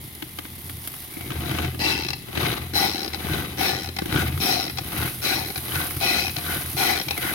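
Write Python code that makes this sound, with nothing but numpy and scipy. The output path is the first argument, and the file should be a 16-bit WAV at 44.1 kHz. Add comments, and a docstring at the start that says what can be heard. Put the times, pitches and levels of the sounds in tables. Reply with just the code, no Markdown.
"""A pan sizzles softly while a pull-cord food chopper is tapped and bumped on a wooden kitchen board.
Eight pulls of the cord follow: crackling noise and small rings chop, band noise whirrs, the plastic bowl shakes.
On seven returns the pawl rattles over its ratchet, fast and then slower: timed noise bursts and a repeated
click through plastic resonances. Single snaps and a few cord squeaks cut through, over low room noise."""
import sys
import numpy as np
from scipy import signal
from scipy.fft import rfft, irfft, next_fast_len
from scipy.io import wavfile
from scipy.ndimage import uniform_filter1d, map_coordinates

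SR = 44100
rng = np.random.default_rng(int(sys.argv[2]) if len(sys.argv) > 2 else 0)


def write(x):
    x = np.atleast_2d(x).T
    wavfile.write(sys.argv[1], SR, np.round(np.clip(x, -1, 1) * 32767).astype(np.int16))


N = 323694
TIME = np.arange(N) / SR
FFT_SIZE = 2 * next_fast_len(N // 2 + SR // 4)
HZ = np.fft.rfftfreq(FFT_SIZE, 1 / SR)
CRAWL_PER_S = 80  # tooth rate the slowing spool sinks towards, before braking

# Levels in the tables are relative: each layer has its own trim.
# returns of the cord: start_s, length_s, full_speed_hold_s, top_clicks_per_s, full_speed_db, crawl_db,
# bowl_db, cavity_hz, wall_hz, wall_db, rim_hz, rim_db, hiss_db
CORD_RETURNS = [(1.792, .287, .11, 207, -26.5, -37.5, -28.5, 886, 2657, 18, 4860, 7.5, -25),
                (2.736, 0.35, .11, 182, -26.5, -37.5, -29, 786, 2560, 5.5, 5100, 6.5, -17),
                (3.574, .333, 0.12, 208, -28, -40.5, -30, 747, 2540, 10, 5600, 2, -17.5),
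                (4.401, 0.3, .13, 250, -27.5, -36.5, -30.5, 726, 2480, 11.5, 5220, 6, -14.5),
                (5.219, .295, .12, 240, -28, -40.5, -32, 745, 2450, 9.5, 3500, -2, -17),
                (6.002, 0.3, 0.19, 222, -27.5, -38, -33.5, 710, 2514, 14, 5300, 2.5, -18.5),
                (6.768, 0.25, 0.14, 270, -26.5, -36.5, -31.5, 740, 2430, 10.5, 6340, 0, -16.5)]
# snaps of the pawl as the spool stops and catches: time_s, snap_db, knock_db (on top of snap_db)
PAWL_SNAPS = [(2.085, -13.5, -9), (2.104, -14, 19), (2.132, -15, -3), (3.133, -17.5, -4), (3.145, -16, 5),
              (3.965, -16, 6), (3.987, -12.5, 6), (4.773, -19, -1), (4.784, -13, 6), (5.558, -16.5, 4),
              (5.577, -19.5, -5), (6.364, -14, -7), (6.384, -17.5, -6), (7.084, -13.5, 3), (7.108, -9, 3)]
# resonances of the filled bowl: centre_hz, width_hz, lift_db
BOWL_MODES = [(316, 26, 2), (491, 65, 10), (723, 62, 11.5), (857, 62, 7), (1193, 270, 8), (1540, 40, 9),
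              (1950, 130, 9.5), (2550, 230, 6), (3015, 64, 7), (3900, 370, 9)]
# spectrum of hollow plastic knocks: frequency_hz, density_db (per Hz)
HOLLOW_SPECTRUM = [(60, -43), (150, -5), (195, -0.5), (240, -4.5), (320, 4.5), (400, -1.5), (470, -9.5),
                   (800, -24), (2000, -59.5)]
# spectrum of fine hiss in the top octaves: frequency_hz, density_db (per Hz)
HISS_SPECTRUM = [(2000, -9), (5000, -6.5), (7600, -16), (8800, -7.5), (9800, 0), (11200, 2), (12500, 0.5),
                 (14500, -0.5), (15800, -5.5)]


def amp(db):
    """Decibels to gain."""
    return 10 ** (np.asarray(db) / 20)


def unit(x):
    """x at rms 1."""
    return x / np.sqrt(np.mean(x ** 2) + 1e-20)


def along(points, hz=HZ):
    """(Hz, value) points read on a log frequency axis."""
    f, v = np.transpose(points)
    return np.interp(np.log(hz + 1), np.log(f + 1), v)


def wobble(rate):
    """A smooth random curve, rate knots a second."""
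    knots = rng.standard_normal(int(N * rate / SR) + 4)
    return map_coordinates(knots, [TIME * rate])


def lifts(resonances):
    """The dB that (Hz, width, dB) resonances add to a spectrum."""
    return sum(db / (1 + (2 * (HZ - hz) / width) ** 2) for hz, width, db in resonances)


def colour(x, db):
    """A causal minimum-phase filter of unit power with the given shape in dB."""
    cepstrum = irfft(np.log(unit(amp(db)) + 1e-6))
    # folding the cepstrum onto positive time makes the filter causal
    fold = 1 + np.sign(FFT_SIZE // 2 - np.arange(FFT_SIZE)) * (np.arange(FFT_SIZE) > 0)
    response = np.exp(rfft(cepstrum * fold))
    return irfft(rfft(x, FFT_SIZE) * response)[..., :N]


def steady(x, window=0.07):
    """x with its slow swells evened out over window seconds, at rms 1."""
    power = uniform_filter1d(np.mean(np.atleast_2d(x) ** 2, axis=0), int(window * SR))
    return unit(x / np.sqrt(np.abs(power) + 1e-3 * power.mean()))


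def noise(apart):
    """White noise at two ports; apart is the size of their unshared part."""
    shared, own = rng.standard_normal(N), rng.standard_normal((2, N))
    return unit(shared + apart * own)


def strikes(times, sizes):
    """An impulse of energy size squared at each time."""
    samples = np.clip(np.asarray(times) * SR, 0, N - 1).astype(int)
    return np.bincount(samples, np.square(sizes), N)


def bursts(energy, t60, apart, attack=0.00041):
    """Each energy impulse becomes a burst of noise that rises and dies away (times in s)."""
    t = TIME[:SR // 4]
    fade = (np.exp(-np.log(1000) * t / t60) * (1 - np.exp(-t / attack))) ** 2
    level = np.sqrt(np.abs(signal.fftconvolve(energy, fade)[:N]))
    return level * noise(apart)


def grains(rate, spread_db, t60, apart):
    """A crackle of rms 1: tiny bursts, rate a second, at random times and sizes."""
    draws = rng.random((int(rate * N / SR), 2))
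    sizes = amp(spread_db * np.minimum(-np.log(1 - draws[:, 1]), 4))
    return unit(bursts(strikes(draws[:, 0] * N / SR, sizes), t60, apart))


def pings(rate, centre_hz, octaves, spread_db, t60):
    """Little damped rings at random times and pitches, rms 1."""
    when, pitch, size = rng.random((int(rate * N / SR), 3)).T[:, :, None]
    n = np.arange(SR // 64)
    hz = centre_hz * 2 ** (octaves * (pitch - .5))
    gain = amp(spread_db * np.minimum(-np.log(1 - size), np.pi))
    decay = np.exp(-np.log(1000) * n / SR / t60)
    rings = gain * np.sin(2 * np.pi * hz * n / SR) * decay
    positions = (when * N).astype(int) + n
    return unit(np.bincount(positions.ravel(), rings.ravel(), N)[:N])


def effort(pull, steepness, coast=0):
    """The gain of one pull: rise, hold (longer by any coasting) and fall, straight in dB until a final fade-out."""
    range_db = 27  # gained over one rise and lost over one fall at steepness 1
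    full, rise, hold, fall = pull[:4]
    below = np.maximum(full - TIME, 0) / rise + np.maximum(TIME - full - hold - coast, 0) / fall
    # the slopes run on to twice the rise and fall, fading to silence over their last quarter
    return amp(-steepness * range_db * np.minimum(below, 2)) * np.clip(2 * (2 - below), 0, 1)


def pulled(order, steepness, coast=0):
    """The gain all pulls give to the layer in column order; a steep layer sounds only near full speed."""
    # pulls of the cord: full_speed_at_s, rise_s, hold_s, fall_s, chopping_db, whirr_db, high_whirr_db,
    # spray_db, board_db, bowl_db
    cord_pulls = [(1.503, 0.5, .16, 0.1, -32.5, -42, -58, -43, -29.5, -31),
                  (2.403, 0.13, 0.09, 0.23, -25.5, -42, -56, -34, -27, -28),
                  (3.323, 0.39, 0.052, 0.34, -30, -34, -50, -35.5, -27.5, -30.5),
                  (4.148, 0.15, 0.067, 0.24, -27.5, -28, -52, -34.5, -25, -29),
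                  (4.974, 0.27, 0.097, 0.097, -30.5, -37, -40, -31.5, -33.5, -34),
                  (5.763, 0.28, 0.043, 0.28, -30, -31, -42, -30, -37, -34.5),
                  (6.501, 0.27, 0.044, 0.3, -30.5, -30.5, -35.5, -33, -34, -34.5),
                  (7.24, 0.24, 0.069, 0.18, -30, -32, -34, -31, -37, -33)]
    return sum(amp(pull[order]) * effort(pull, steepness, coast) for pull in cord_pulls)


def rewind(row):
    """One return: the spool spins up, slows to a crawl and brakes; gives times, clicks per second, drive (0 at a crawl)."""
    start_share, spin_up_s, slow_down_s, brake_s = .45, .02, .045, .035
    start, length, hold, top = row[:4]
    t = TIME[TIME < length]
    spin_up = 1 - (1 - start_share) * np.exp(-t / spin_up_s)
    slowing = np.exp(-np.maximum(t - hold, 0) / slow_down_s)
    rate = spin_up * (CRAWL_PER_S + (top - CRAWL_PER_S) * slowing)
    drive = np.log(rate / CRAWL_PER_S) / np.log(top / CRAWL_PER_S)
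    braking = 1 - .5 * np.exp((t - length) / brake_s)
    return start + t, rate * braking, drive


def room_tone(air_db=-47):
    """The low, steady rush of the kitchen: shaped noise whose bass is alike at both ports."""
    # spectrum of the room's air: frequency_hz, density_db (per Hz)
    air = [(20, -8), (45, 10.5), (85, -44), (150, 4), (330, 2.5), (580, -12.5), (800, -8.5), (1600, -15),
           (2080, 0), (2500, -13), (3400, -5), (5500, -20.5), (8000, -18), (16000, -38)]
    mid, side = rng.standard_normal((2, N))
    side_db = along([(60, -20), (250, -11), (700, 3.5), (3000, 1)])
    side = irfft(rfft(side, FFT_SIZE) * amp(side_db))[:N]
    return amp(air_db) * unit(colour(np.array([mid + side, mid - side]), along(air)))


def walls(x):
    """The tiled kitchen answers with a noise tail, each frequency dying at its own speed."""
    # reverberation of the room: frequency_hz, t60_s
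    decay = [(100, 0.061), (800, 0.33), (4000, 0.76), (14000, 0.017)]
    hz, t, z = signal.stft(rng.standard_normal((2, SR // 2)), SR, nperseg=256)
    fading = z * np.exp(-np.log(1000) * t / along(decay, hz)[:, None])
    tail = signal.istft(fading, SR, nperseg=256)[1]
    delayed = np.pad(tail, ((0, 0), (SR // 200, 0)))  # 5 ms later
    return signal.fftconvolve(x, delayed / np.linalg.norm(tail[0]), axes=1)[:, :N]


def pan(sizzle_db=-0.5, flutter_db=0.5, spit_db=-3):
    """Dense tiny bursts make a fine, high sizzle that swells and sinks, with a louder spit now and then."""
    # course of the sizzle: time_s, level_db
    sizzle = [(0.0, -42.5), (0.2, -42), (1.08, -37.5), (2.21, -43.5), (3.23, -44), (4.0, -43.5),
              (4.31, -40), (4.84, -42), (5.15, -35), (5.48, -35.5), (5.91, -33.5), (6.25, -36),
              (6.79, -31.5), (6.97, -34.5), (7.18, -40.5), (7.34, -33.5)]
    # louder spits of fat: time_s, level_db
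    spits = [(0.15, -29), (4.276, -24), (5.578, -23), (6.308, -32), (6.545, -19)]
    fizz = unit(colour(grains(rate=1300, spread_db=3.0, t60=0.033, apart=0.88), along(HISS_SPECTRUM)))
    level = amp(sizzle_db + np.interp(TIME, *np.transpose(sizzle)) + flutter_db * wobble(14))
    s, db = np.transpose(spits)
    spitting = bursts(strikes(s, amp(db + spit_db)), t60=.04, apart=.7)
    return level * fizz + colour(spitting, along(HISS_SPECTRUM))


def shaking(board_db=-3, bowl_db=-3.5, bump_db=19, held_bowl_db=-7, crawl_db=-6, hum_db=-7, held_hum_db=-3,
            coast_s=0.15):
    """The lopsided load and rewinding spool shake the bowl; the board booms and hums on while the blades coast."""
    # pressure of the hands, which keeps the bowl rumbling on the board: time_s, level_db
    pressure = [(0, -44), (.42, -45), (.69, -40.5), (.85, -44.5), (1.12, -48.5), (1.32, -34), (1.9, -36),
                (2.24, -40), (2.7, -38), (3.1, -42), (3.7, -37.5), (3.93, -39), (4.3, -33), (4.74, -41),
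                (4.86, -37), (5.5, -40.5), (6.3, -38.5), (7.34, -42.5)]
    # the bowl bumping the board: time_s, level_db
    bumps = [(0.045, -28), (0.236, -32), (1.304, -21), (1.512, -18), (1.745, -26), (2.284, -29),
             (2.375, -22), (3.311, -16), (3.389, -22), (4.126, -13.5), (4.156, -11), (4.222, -23),
             (4.375, -21), (4.81, -20.5), (4.944, -25), (5.049, -22), (5.575, -22.5), (5.76, -21),
             (5.965, -19), (6.374, -19), (6.56, -20), (6.748, -18), (7.071, -21), (7.236, -25)]
    # resonances of the board under the bowl: centre_hz, width_hz, lift_db
    board_modes = [(83.5, 18.6, 18.5), (122.8, 23, 17), (150.8, 9.6, 7.5)]
    # spectrum of the board's boom: frequency_hz, density_db (per Hz)
    thud = [(20, -18), (45, -13.5), (70, -4), (100, -20.5), (165, -4.5), (230, -6), (450, -24), (1200, -44)]
    hands = amp(np.interp(TIME, *np.transpose(pressure)))
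    spool = np.zeros(N)
    for row in CORD_RETURNS:
        t, _, drive = rewind(row)
        spool += np.interp(TIME, t, amp(row[6] + crawl_db * (1 - drive)), left=0, right=0)
    board = np.hypot(hands, pulled(order=8, steepness=1.0))
    bowl = np.hypot(amp(held_bowl_db) * hands, pulled(order=9, steepness=0.83) + spool)
    coasting = np.hypot(amp(held_hum_db) * hands, amp(hum_db) * pulled(order=8, steepness=3.0, coast=coast_s))

    thuds = grains(rate=120, spread_db=1.0, t60=0.028, apart=0.24)
    boom = steady(colour(thuds, along(thud) + lifts(board_modes)))
    hum = np.zeros(N)
    for hz, width, db in board_modes:
        wavering_hz = hz + width / 4 * wobble(20)
        hum += amp(db) * np.sin(2 * np.pi * np.cumsum(wavering_hz) / SR)
    hum = unit(hum)
    knocks = grains(rate=160, spread_db=-1.0, t60=0.0073, apart=0.054)
    hollow = steady(colour(knocks, along(HOLLOW_SPECTRUM)))

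    s, db = np.transpose(bumps)
    push = np.sqrt(strikes(s, amp(db + bump_db)))
    bump_shape = along([(30, -17), (80, 4), (150, 10.0), (230, -16.5), (320, 6), (500, -30), (1500, -64)])
    bump = colour(push, bump_shape + 0.24 * lifts(board_modes))
    humming = coasting * hum * amp(3.8 * wobble(16))
    return amp(board_db) * board * boom + humming + amp(bowl_db) * hollow * bowl + bump


def taps(tap_db=-6, ring_db=-8, knock_db=-17, tick_db=3):
    """Hard little contacts: a noise crack, a short plastic sine ring, a hollow knock and a bright tick."""
    # taps of handle and lid, and large pieces striking the wall:
    # time_s, tap_db, ring_hz, knock_db (on top of tap_db), tick_db
    contacts = [(0.223, -17.5, 2250, 10, -37), (0.387, -15, 3130, -27, -32), (0.452, -26, 2170, 0, -48),
                (0.696, -22.5, 2060, -5, -34), (0.874, -23.5, 3520, 2, -26), (0.939, -26, 1210, -14, -34),
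                (1.169, -30, 2300, 20, -51), (1.209, -24, 1230, 8, -42), (1.304, -18.5, 1280, 12, -43),
                (1.318, -19.5, 2500, 3, -46.5), (1.357, -23, 910, 6, -49), (1.513, -16.5, 3180, 9, -34),
                (1.586, -12.5, 2610, -6, -44), (1.6, -21, 1500, 9, -45), (1.647, -14.5, 2660, 6, -48),
                (1.746, -25.5, 1230, 16.5, -47), (2.285, -30.5, 700, 29, -44), (2.354, -18, 2980, -5, -37),
                (2.374, -13, 1840, 4, -39), (4.019, -21.5, 1530, 22, -46), (4.057, -21, 1650, 12, -33),
                (4.125, -14, 1410, 5, -38), (4.135, -21, 1450, 12, -40), (4.160, -12, 1450, 1, -42),
                (4.376, -21.5, 1300, 13, -35), (5.72, -17.5, 3070, -4, -35), (5.908, -21.5, 2190, 1, -30),
                (5.967, -23.5, 1250, 7, -31), (7.177, -18.5, 2080, 1, -26)]
    # spectrum of the crack: frequency_hz, density_db (per Hz)
    crack_spectrum = [(60, -24), (300, 13), (600, -6), (1200, 2), (3200, 3), (5000, -7), (7600, -13.5),
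                      (10000, -27), (16000, -22)]
    s, db, _, knock, top = np.transpose(contacts)
    crack = bursts(strikes(s, amp(db + tap_db)), t60=0.029, apart=0.94)
    crack = colour(crack, along(crack_spectrum) + .5 * lifts(BOWL_MODES))
    body = bursts(strikes(s, amp(db + knock + knock_db)), t60=0.029, apart=0.14)
    body = colour(body, along(HOLLOW_SPECTRUM))
    tick = bursts(strikes(s, amp(top + tick_db)), t60=0.043, apart=0.94)
    tick = colour(tick, along(HISS_SPECTRUM))
    ring, t = np.zeros(N + SR), TIME[:SR // 16]
    # the hand on the lid damps the plastic quickly: 60 dB in 18 ms
    damping = amp(-60 * t / .018)
    for start, peak_db, hz, *_ in contacts:
        ring[int(start * SR):][:len(t)] += amp(peak_db + ring_db) * np.sin(2 * np.pi * hz * t) * damping
    return crack + body + tick + ring[:N]


def squeaks(waver_hz=90, rough_db=3):
    """The cord rubs in its eyelet: each squeak is one rough, wavering sine that glides."""
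    # squeaks of the cord: start_s, length_s, from_hz, to_hz, level_db
    glides = [(1.098, 0.27, 2220, 2190, -49), (7.09, 0.069, 2640, 2580, -36),
              (7.167, .035, 2180, 1940, -33), (7.256, .08, 1750, 2010, -38)]
    out = np.zeros(N)
    for start, length, from_hz, to_hz, db in glides:
        part = np.clip((TIME - start) / length, 0, 1)
        hz = from_hz + (to_hz - from_hz) * part + waver_hz * wobble(400)
        swell = np.sqrt(8 * part * (1 - part))
        out += amp(db) * swell * np.sin(2 * np.pi * np.cumsum(hz) / SR)
    return out * amp(rough_db * wobble(130))


def blades(chop_db=-1.5, piece_db=-7, whirr_db=-1.5, spray_db=-1, throb_db=-3.1):
    """Blades crunch, fling pieces and spray juice at the wall (bursts and rings); the spindle whirrs in band noise."""
    # spectrum of the crunch: frequency_hz, density_db (per Hz)
    chop_spectrum = [(60, -29), (300, -4.5), (570, -7.5), (780, -8), (1000, -13), (1300, -8.5),
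                     (2200, -2.5), (3500, -6.5), (4800, -10), (6200, -15.5), (7600, -24.5), (10000, -20),
                     (16000, -56)]
    crackle = grains(rate=800, spread_db=2.8, t60=.018, apart=.8)
    crunch = crackle * amp(throb_db * wobble(45))
    chop = steady(colour(crunch, along(chop_spectrum) + lifts(BOWL_MODES)))
    flung = pings(rate=650, centre_hz=1400, octaves=3, spread_db=3.6, t60=.018)
    pieces = steady(colour(flung, lifts(BOWL_MODES)))
    droplets = grains(rate=4500, spread_db=4.5, t60=.012, apart=0.53)
    spray = unit(colour(droplets, along(HISS_SPECTRUM)))

    lower_band = along([(700, -32), (1250, -11.5), (1480, 11), (1680, -7), (2600, -21.5)])
    upper_band = along([(1200, -25), (1750, 2), (2100, 5), (3000, -35)])
    lower = steady(colour(noise(apart=1.0), lower_band), window=0.06)
    upper = steady(colour(noise(apart=0.97), upper_band), window=0.018)
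    # a higher band joins the whirr only when the spindle runs fastest
    whirr = pulled(order=5, steepness=2.6) * lower + pulled(order=6, steepness=5.4) * upper
    chopping = pulled(order=4, steepness=0.89) * (amp(chop_db) * chop + amp(piece_db) * pieces)
    spraying = amp(spray_db) * pulled(order=7, steepness=0.68) * spray
    return chopping + amp(whirr_db + 1.7 * wobble(60)) * whirr + spraying


def snaps(knock_db=-15):
    """Each single snap of the pawl also knocks the hollow lid: a very short, dull burst."""
    s, db, knock = np.transpose(PAWL_SNAPS)
    thump = bursts(strikes(s, amp(db + knock + knock_db)), t60=0.0035, apart=0.18)
    return colour(thump, along([(80, -18), (200, 9), (350, -6.0), (600, -16), (1500, -25)]))


def teeth(row, click_db=26, scatter_db=0.95, jitter=0.00031, slack_db=1, take_up=0.0048):
    """The pawl drops over one tooth after another, louder the faster the spool turns."""
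    t, rate, drive = rewind(row)
    full_db, crawl_db = row[4:6]
    passed = np.cumsum(rate) / SR
    times = np.interp(np.arange(int(passed[-1]) + 1), passed, t)
    chance = rng.standard_normal((128, 2))[:len(times)]
    db = crawl_db + (full_db - crawl_db) * np.interp(times, t, drive) + click_db + scatter_db * chance[:, 0]
    # the first teeth are soft while the spring takes up the slack
    db = db - slack_db * np.exp(-(times - t[0]) / take_up)
    # dividing by the rate keeps dense clicks from adding up louder
    density = np.maximum(np.interp(times, t, rate), CRAWL_PER_S)
    return strikes(times + jitter * chance[:, 1], 2 * amp(db) / np.sqrt(density))


def ratchet(snap_db=-5, cavity_db=9, cavity_width=130, wall_width=240, rim_width=900, buzz_db=-5, hiss_db=4,
            slow_rim_db=-5):
    """The spring rewinds the cord: clicks through plastic resonances buzz fast, then slow to single snaps."""
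    # spectrum of the pawl's clicks: frequency_hz, density_db (per Hz)
    pawl = [(40, -19), (150, -15), (380, 3), (570, -12), (800, -0.5), (1020, -11.5), (1300, -8.5),
            (2500, -4.5), (3450, -7), (5400, -6.5), (6300, -12.5), (7600, -17.5), (10000, -15.5),
            (16000, -17)]
    # resonances of the plastic lid and gear housing: centre_hz, width_hz, lift_db
    lid = [(360, 80, -1.5), (527, 34, 13), (1160, 300, 5), (1461, 57, 10), (1738, 21, 9.5), (1954, 91, 11),
           (2060, 110, 4), (2234, 38, 5.5), (3160, 62, 7), (4020, 375, 14.5), (4900, 180, 1),
           (5470, 210, 7)]
    # spectrum of the rim struck by a slow tooth: frequency_hz, density_db (per Hz)
    rim_spectrum = [(2500, -42), (4200, -16), (4900, 5), (5600, 8), (6100, -32), (8000, -34)]
    hiss_fade_s = 0.086
    s, db, _ = np.transpose(PAWL_SNAPS)
    rattle, hiss, slow, t = np.zeros((2, N)), np.zeros(N), np.zeros(N), TIME[:SR // 64]
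    for row in CORD_RETURNS:
        start, length, *_, cavity, wall, wall_db, rim, rim_db, top_db = row
        own = np.abs(s - start - length) < 1 / 3  # snaps near the end of this return
        running = teeth(row)
        energy = running + strikes(s[own], amp(db[own] + snap_db))
        # part of every click is the same, which turns the fast rattle into a buzz
        click = rng.standard_normal(len(t)) * amp(-60 * t / 0.016) * (1 - np.exp(-t / 0.00028))
        buzz = amp(buzz_db) * signal.oaconvolve(np.sqrt(energy), click)[:N]
        clatter = bursts(energy, t60=0.034, apart=0.94, attack=0.00079)
        rings = [(cavity, cavity_width, cavity_db), (wall, wall_width, wall_db), (rim, rim_width, rim_db)]
        rattle += colour(buzz + clatter, along(pawl) + lifts([*lid, *rings]))
        # a bright hiss favours the hardest clicks and is strongest as the spring lets go
        fade = np.exp(-np.maximum(TIME - start, 0) / hiss_fade_s)
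        hardness = np.sqrt(running / running.max())
        hiss += running * fade * hardness * amp(top_db + hiss_db) ** 2
        # slow teeth drop fully and ring the rim
        times, _, drive = rewind(row)
        slowness = np.interp(TIME, times, np.clip(1 - drive, 0, 1))
        slow += running * slowness * (TIME > start + row[2])
    rim_ring = colour(bursts(slow, t60=0.012, apart=1.0, attack=0.00062), along(rim_spectrum))
    fine_hiss = colour(bursts(hiss, t60=0.11, apart=0.25, attack=0.00024), along(HISS_SPECTRUM))
    return rattle + amp(slow_rim_db) * rim_ring + fine_hiss


def patchy(x, depth_db=2.36):
    """The colour of x flickers, in patches a few hundred Hz wide."""
    z = signal.stft(x, nperseg=512)[2]
    field = uniform_filter1d(rng.standard_normal(z.shape[1:]), size=3, axis=0)  # across frequency
    field = uniform_filter1d(field, size=8, axis=1)  # across time
    return signal.istft(z * amp(depth_db * unit(field)), nperseg=512)[1][:, :N]


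def scene(wet_db=-16):
    """The chopper stands nearer the left port; its hollow knocks reach both ports nearly alike."""
    # phase by which the left port leads the right: frequency_hz, lead_radians
    phase_lead = [(0, 2), (420, -3), (520, -2), (750, -4.5), (950, -4.5), (1550, -6), (1850, -9),
                  (2250, -13.5), (2450, -9.5), (7300, 10.5), (9000, 13)]
    near = patchy(ratchet()) + blades() + squeaks() + taps()
    lead = np.interp(HZ, *np.transpose(phase_lead))
    turn = np.exp(1j * np.outer([.5, -.5], lead))
    chopper = irfft(rfft(near, FFT_SIZE) * turn)[:, :N]
    return chopper + amp(wet_db) * walls(chopper) + snaps() + shaking() + pan() + room_tone()


def record(dry):
    """Each port has its own colour; nothing passes above the band limit."""
    # level at the left microphone port over the right: frequency_hz, left_over_right_db
    lean = [(100, 1), (350, 2), (490, -1), (640, 11.5), (800, 12), (1050, 10), (1500, 4.5), (2050, 2.5),
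            (2600, 4.5), (4000, 6), (5000, 5), (6300, 9), (7700, 7.5), (9200, 2.5), (10500, -7),
            (14000, -1)]
    top_hz = 16000
    ports = amp(np.outer([.5, -.5], along(lean)))
    return irfft(rfft(dry, FFT_SIZE) * ports * (HZ < top_hz))[:, :N]


dry = scene()
out = record(dry)
write(out)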